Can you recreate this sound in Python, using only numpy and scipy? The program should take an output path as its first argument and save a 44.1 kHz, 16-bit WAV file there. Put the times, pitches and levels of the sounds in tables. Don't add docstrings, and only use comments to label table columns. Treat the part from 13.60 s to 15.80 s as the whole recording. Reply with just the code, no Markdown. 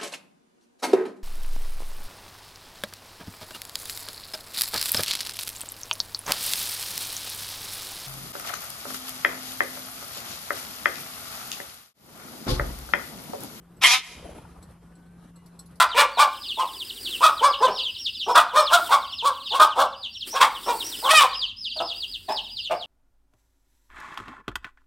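import sys
import numpy as np
from scipy import signal
from scipy.fft import rfft, irfft, next_fast_len
from scipy.io import wavfile
from scipy.ndimage import uniform_filter1d, map_coordinates

SR = 44100
rng = np.random.default_rng(int(sys.argv[2]) if len(sys.argv) > 2 else 0)


def gain_from_db(level_db):
    decades = np.asarray(level_db, float) / 20
    return 10 ** decades


def wav_record(signal):
    frames = np.transpose(np.atleast_2d(signal))
    bounded = np.clip(frames, -1, 1)
    quanta = np.round(bounded * 32767).astype(np.int16)
    wavfile.write(sys.argv[1], SR, quanta)


N = 97020
T = np.arange(N) / SR
PORTS = np.array([[0.5], [-0.5]])


def unit(x):
    return x / np.sqrt(np.mean(x ** 2) + 1e-20)


def along(points, hz):
    f, v = np.transpose(points)
    return np.interp(np.log(hz + 1), np.log(f + 1), v)


def curves(rows):
    s, *cols = np.transpose(rows)
    return [np.interp(T, s, c) for c in cols]


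def wobble(rate):
    return map_coordinates(rng.standard_normal(int(N * rate / SR) + 4), [T * rate])


def filtered(x, response):
    m = next_fast_len(N + SR // 10)
    return irfft(rfft(x, m) * response(np.fft.rfftfreq(m, 1 / SR)), m)[..., :N]


# (frequency [Hz], left-right likeness [0-1])
LIKENESS = [(20, 1), (110, 0.99), (170, 1), (350, 0.84), (1200, 0.596), (2500, 1), (6500, 0.11),
            (11000, 0.31)]


def spread(pair, spectrum):
    def weights(hz):
        turn = np.arccos(np.clip(along(LIKENESS, hz), -1, 1)) / 2
        return gain_from_db(along(spectrum, hz)) * [np.cos(turn), np.sin(turn)]
    mid, side = filtered(pair, weights)
    return np.array([mid + side, mid - side])


def rush(spectrum):
    z = signal.stft(rng.standard_normal((2, N)), nperseg=512)[2]
    field = uniform_filter1d(rng.standard_normal(z.shape[1:]), size=7, axis=0)
    field = uniform_filter1d(field, size=9, axis=1)
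    patchy_db = 2 * unit(field)
    noise = signal.istft(z * gain_from_db(patchy_db), nperseg=512)[1][:, :N]
    return unit(spread(noise, spectrum))


# (frequency [Hz], level [dB])
RAIL_LEAN = [(60, 2.5), (110, -2), (200, 3), (360, -0.5), (650, 7.5), (1180, 6.5), (2130, -1), (3870, 0.5),
             (7010, 1), (12700, 1.5)]
# (frequency [Hz], phase [rad])
RAIL_LEAD = [(100, -0.5), (780, .8), (3800, 0.065), (4800, 0.95), (5400, 0.2), (7500, 1), (9300, 1),
             (12500, 0.5)]


def placed(x):
    return filtered(x, lambda hz: (gain_from_db(along(RAIL_LEAN, hz)) * np.exp(1j * along(RAIL_LEAD, hz))) ** PORTS)


# (frequency [Hz], density [dB per Hz])
TRAFFIC = [(15, -50.5), (33, -25.5), (55, 0.5), (90, -9), (140, -5.5), (200, -9.5), (400, -45)]
# (frequency [Hz], density [dB per Hz])
LEAVES = [(120, -3), (250, 1.5), (550, -8), (1200, -9), (2200, -21), (7000, -29.5), (10300, -24),
          (13200, -31.5)]
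# (time [s], level [dB])
GUST = [
    (0, 1.5),
    (.6, 11),
    (1, 5.5),
    (1.5, 0),
    (2.2, 0.5),
]
# (time [s], level [dB])
DUCK = [
    (0, -3),
    (.2, -2),
    (.26, -3),
    (.45, -13),
    (.58, -3.5),
    (.9, -1.5),
    (2.2, 0),
]
# (frequency [Hz], level [dB])
AMBIENCE_LEAN = [(110, 0), (250, 1.5), (700, 2), (2000, 1), (10000, 0)]


def ambience():
    gust_db, = curves(GUST)
    duck_db, = curves(DUCK)
    hum_hz, hum_db, traffic_db, leaves_db = 172.3, -52, -55.5, -58.5
    hum = gain_from_db(hum_db + 3 + 1.3 * wobble(12)) * np.sin(2 * np.pi * hum_hz * T + 0.3 * wobble(10))
    traffic = gain_from_db(traffic_db - 1 + 0.5 * gust_db + 0.8 * wobble(9.9)) * rush(TRAFFIC)
    leaves = gain_from_db(leaves_db + gust_db + 0.46 * wobble(26) + 1.8 * wobble(40)) * rush(LEAVES)
    return gain_from_db(duck_db) * filtered(hum + traffic + leaves, lambda hz: gain_from_db(along(AMBIENCE_LEAN, hz)) ** PORTS)


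# (time [s], length [s], start [Hz], end [Hz], level [dB])
WHISTLES = [(1.22, .41, 735, 785, -73), (1.25, .38, 1475, 1575, -67), (1.58, .12, 1290, 1230, -68),
            (1.72, .09, 1150, 1100, -69), (1.77, .07, 2020, 1980, -71), (1.7, .17, 2700, 2900, -74),
            (1.6, .08, 2850, 2900, -76), (1.53, .07, 2560, 2640, -78), (1.59, .11, 5500, 5750, -81),
            (1.9, .08, 4020, 4080, -78), (1.63, .06, 2300, 2320, -77), (1.19, .09, 3200, 3150, -77)]


def whistles():
    out = np.zeros(N)
    waver_db, waver = 2 * wobble(30), 0.013 * wobble(50)
    for s, length, start_hz, end_hz, db in WHISTLES:
        u = np.clip((T - s) / length, 0, 1)
        hz = start_hz + (end_hz - start_hz) * u + start_hz * waver
        swell = np.sqrt(np.sin(np.pi * u) + 1e-12)
        out += gain_from_db(db + waver_db) * swell * np.sin(2 * np.pi * np.cumsum(hz) / SR)
    return out


# (time [s], push [dB], feather swish [dB])
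BEATS = [
    (0.518, -61, -52),
    (0.578, -46.5, -51.5),
    (0.653, -41.5, -43),
    (0.719, -44, -44),
    (.782, -45.5, -45.5),
    (0.851, -53.5, -56),
    (0.921, -45.5, -58),
    (.99, -46.5, -56.5),
    (1.053, -49, -57.5),
]
# (frequency [Hz], density [dB per Hz])
FEATHERS = [(120, -49), (200, -10.5), (348, -5), (627, -6.5), (886, -12), (5640, -31.5), (9150, -32),
            (10200, -20), (12500, -36.5), (16200, -69), (22000, -120)]
# (time [s], peak [dB], pitch [Hz])
CLAPS = [(0.21, -46.5, 349.2), (0.384, -40, 281), (0.403, -43, 450), (.514, -40.5, 438), (.596, -39, 607),
         (.626, -33.5, 503), (.6455, -29, 478), (.654, -28.5, 650), (.660, -32.5, 700), (.691, -28, 562),
         (0.714, -45, 1520), (0.723, -40.5, 884), (.755, -38, 760), (0.784, -32.5, 890),
         (.786, -43.5, 1393), (0.817, -42, 501), (.82, -49.5, 1186), (.85, -36.5, 868), (0.85, -42.5, 1420),
         (.961, -41.5, 750), (1.103, -41, 527)]


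def wings():
    push_hz, push_s = 62.4, 0.0087
    swish_s, upstroke_s, upstroke_db = 0.012, 0.036, -5
    clap_t60, clap_rise_s = 0.028, 0.0022

    def bell(s, width):
        return np.exp(-0.5 * ((T - s) / width) ** 2)

    push, strokes, claps = np.zeros((3, N))
    for s, push_db, swish_db in BEATS:
        push += gain_from_db(push_db) * bell(s, push_s) * np.cos(2 * np.pi * push_hz * (T - s))
        strokes += gain_from_db(swish_db) * (bell(s, swish_s) + gain_from_db(upstroke_db) * bell(s + upstroke_s, swish_s))
    blur = 0.56 * wobble(140)
    for s, db, hz in CLAPS:
        after = np.clip(T - s, 0, None)
        envelope = gain_from_db(db - 60 * after / clap_t60) * (1 - np.exp(-after / clap_rise_s))
        claps += envelope * np.sin(2 * np.pi * hz * after + blur)
    swish = strokes * gain_from_db(-3 + 2.8 * wobble(120)) * rush(FEATHERS)
    return 1.36 * push + swish + placed(claps)


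# (time [s], peak [dB], scrape share [0-1])
CLAWS = [(0.1668, -55.5, 0.44), (1.0255, -41.5, 0.5), (1.106, -55, 0.8), (1.3523, -53.5, 0.44),
         (1.4622, -62, 0.15), (1.7585, -47, 0.44), (1.8597, -45.5, 0.79), (1.9525, -60.5, 0.439),
         (1.9911, -34.5, 0.43), (2.058, -48.5, 0.92), (2.1107, -55, 0.69), (2.155, -48, 0.85)]
# (frequency [Hz], level [dB], t60 [s])
RAIL = [(1110, -15.5, 0.45), (1428.4, -15.5, 0.22), (3526, -17, 0.082), (4115, -6, 0.09), (4320, -4, 0.1),
        (5400, -10.5, 0.093), (6020, -11.5, 0.051), (7794, -3, 0.11), (7990, 4.5, 0.068),
        (10500, -14, 0.069), (11460, -8.5, 0.043)]
# (frequency [Hz], density [dB per Hz])
SCRAPE = [(2500, -43), (4000, -4.5), (6000, -7), (8800, -14.5), (10300, 3), (13000, -11)]


def claws():
    mode_blur, scrape_t60, rise_s = 0.056, 0.12, 0.0015
    out, t = np.zeros((2, N + SR)), T[:SR // 5]
    grit = rush(SCRAPE)
    hz, level, t60 = np.transpose(RAIL)[:, :, None]
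    for s, db, share in CLAWS:
        i, share = round(s * SR), np.clip(share, 0, 1)
        drift = np.cumsum(rng.normal(0, mode_blur, (len(RAIL), len(t))), axis=1)
        struck_db = level + rng.normal(0, 3.2, level.shape)
        ring = np.sum(gain_from_db(struck_db - 60 * t / t60) * np.sin(2 * np.pi * hz * t + drift), axis=0)
        scrape = gain_from_db(-60 * t / scrape_t60) * np.roll(grit, -i, axis=1)[:, :len(t)]
        contact = (1 - share) * ring + share * scrape
        out[:, i:i + len(t)] += gain_from_db(db - 6) * (1 - np.exp(-t / rise_s)) * contact
    return out[:, :N]


def echo(x, decay, delay_s):
    hz, t, z = signal.stft(rng.standard_normal((2, SR)), SR, nperseg=256)
    z = z * gain_from_db(-60 * t / along(decay, hz)[:, None])
    tail = spread(signal.istft(z, SR, nperseg=256)[1][:, :N], [(100, 0)])
    tail = tail / np.linalg.norm(tail[0])
    delayed = np.pad(x, (round(delay_s * SR), 0))[None]
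    return signal.fftconvolve(delayed, tail, axes=1)[:, :N]


# (frequency [Hz], t60 [s])
BALCONY = [(500, 0.15), (3000, 0.15), (11000, 0.025)]
# (frequency [Hz], level [dB])
BALCONY_TILT = [(1000, -9), (4000, 0), (10000, 5)]
# (frequency [Hz], t60 [s])
HOUSE = [(500, 0.19), (2500, 0.024), (11000, 0.3)]
# (frequency [Hz], t60 [s])
GARDEN = [(500, .3), (1200, 0.62), (2500, 0.98), (6000, 1), (11000, 1)]


def surroundings(voice):
    house_m = 34
    toward_walls = filtered(voice, lambda hz: gain_from_db(along(BALCONY_TILT, hz)))
    balcony = gain_from_db(-6) * echo(toward_walls, BALCONY, 0.0046)
    house = gain_from_db(-28) * echo(voice, HOUSE, 2 * house_m / 343)
    garden = gain_from_db(-26) * echo(voice, GARDEN, 0.11)
    return balcony + house + garden


# (frequency [Hz], level [dB])
SCATTER = [(400, -14), (900, -11.5), (2500, -14.5), (5000, -5.5), (8500, -1), (12500, -1.5)]


def scattered(x):
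    t = T[:SR // 20]
    burst = rng.standard_normal(len(t)) * np.exp(-t / 0.012)
    side = signal.fftconvolve(x, burst / np.linalg.norm(burst))[:N]
    return filtered(side, lambda hz: gain_from_db(along(SCATTER, hz))) * np.array([[1], [-1]])


def tract(peaks):
    cut_hz = 420

    def response(f):
        jf = 1j * f
        low_cut = (jf / (0.81 * cut_hz + jf + cut_hz ** 2 / (jf + 1))) ** 2
        total = 0
        for k, (centre, width, db) in enumerate(peaks):
            total = total + (-1) ** k * gain_from_db(db) * jf * width / (centre * centre - f * f + jf * width)
        return low_cut * total
    return response


# (time [s], slow beat [Hz], level [dB], beak [0 dark, 1 bright, 2 closing], roughness [0-1])
SCREECH = [
    (.21, 265.7, -42.5, 1.93, 0.81),
    (.223, 261.8, -22.5, 2.15, 0.53),
    (.2365, 254.6, -19, 1.7, 0.58),
    (.2385, 252.7, -14, 0, 0.54),
    (.258, 250, -12.5, 0, 0.41),
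    (.287, 242.4, -19.5, 1.6, .28),
    (.325, 242.3, -16.5, 1.01, 0.4),
    (.352, 253.4, -19, 2.1, .55),
    (.405, 262.2, -45, 1.3, 0.7),
]
# (time [s], peak [dB])
SNAPS = [
    (.2226, -15),
    (.2378, -3.5),
    (.2478, -8),
    (.2538, -6),
    (.2718, -6),
    (.3068, -12),
    (.3475, -12),
]
# (frequency [Hz], width [Hz], level [dB])
THROAT_DARK = [(320, 250, -24.5), (700, 200, -15.5), (1110, 400, -13.5), (1681, 230, -5), (2121, 460, -3.5),
               (3020, 370, -3), (3900, 790, -13), (6040, 1500, -23.5), (7680, 640, -20), (11000, 1600, -23)]
# (frequency [Hz], width [Hz], level [dB])
THROAT_BRIGHT = [(750, 100, -4.5), (1020, 250, -13.5), (1720, 280, -6.5), (2290, 500, 0), (3210, 360, -3.5),
                 (4050, 400, -2), (5630, 1100, -1), (5950, 500, -0.5), (6630, 350, -5.5),
                 (10900, 1400, -13)]
# (frequency [Hz], width [Hz], level [dB])
THROAT_CLOSING = [(760, 84, -8.5), (1230, 630, -6.5), (1717, 390, -7.5), (2110, 190, 1), (3100, 340, 0),
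                  (3720, 400, -4.5), (5120, 900, -10.5), (5900, 380, -9), (6900, 500, -17.5),
                  (10500, 2600, -20)]


def screech():
    pulses_per_beat, scatter_db = 4, 2.5
    beat_hz, level_db, beak, rough = curves(SCREECH)
    rough, beak = np.clip(rough, 0, 1), np.clip(beak, 0, 2)
    beat = np.cumsum(beat_hz) / SR + 0.3 * rough ** 2 * wobble(70)
    jitter = 0.03 * pulses_per_beat * rough * wobble(700)
    pull = 0.2 * (0.35 + 0.65 * np.minimum(beak, 1)) * np.sin(2 * np.pi * beat)
    cycle = pulses_per_beat * beat + jitter + pull
    swell = 1 + 0.45 * np.cos(2 * np.pi * beat)

    starts = np.diff(np.floor(cycle), prepend=0) > 0
    late = np.clip(cycle % 1 / np.abs(np.gradient(cycle)), 0, 1)
    pulses = starts * (1 - late) + np.roll(starts * late, -1)
    pulses = pulses * swell * gain_from_db(2 * rough * scatter_db * wobble(600))
    air = swell * (1 - cycle % 1) ** 2 * gain_from_db(scatter_db * wobble(250)) * rng.standard_normal(N)
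    source = 0.36 * 2 * rough * unit(air) - unit(pulses)

    voice = np.zeros(N)
    for k, throat in enumerate([THROAT_DARK, THROAT_BRIGHT, THROAT_CLOSING]):
        share = np.sqrt(np.clip(1 - np.abs(beak - k), 0, 1))
        voice += share * unit(filtered(source, tract(throat)))
    opening = np.clip((T - SCREECH[0][0]) / 0.004, 0, 1)
    closing = np.clip((SCREECH[-1][0] + 0.005 - T) / 0.005, 0, 1)

    snaps = np.zeros(N)
    for s, db in SNAPS:
        snaps[round(s * SR)] = -gain_from_db(db)
    snaps = filtered(snaps, tract(THROAT_DARK))
    snaps = snaps * gain_from_db(max(db for _, db in SNAPS)) / np.abs(snaps).max()
    return voice * gain_from_db(level_db) * opening * closing + snaps


def scene():
    background = ambience() + whistles()
    voice = screech()
    return background + wings() + claws() + surroundings(voice) + scattered(voice) + placed(voice)


def top_cut(x):
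    return signal.sosfilt(signal.butter(12, 13320, fs=SR, output="sos"), x)


def record(dry):
    top, top_hz = 1.1, 13150
    limited = dry / (1 + np.abs(dry / top) ** 4) ** (1 / 4)
    held = filtered(limited, lambda hz: hz < top_hz)
    return top_cut(held)


dry = scene()
out = record(dry)
wav_record(out)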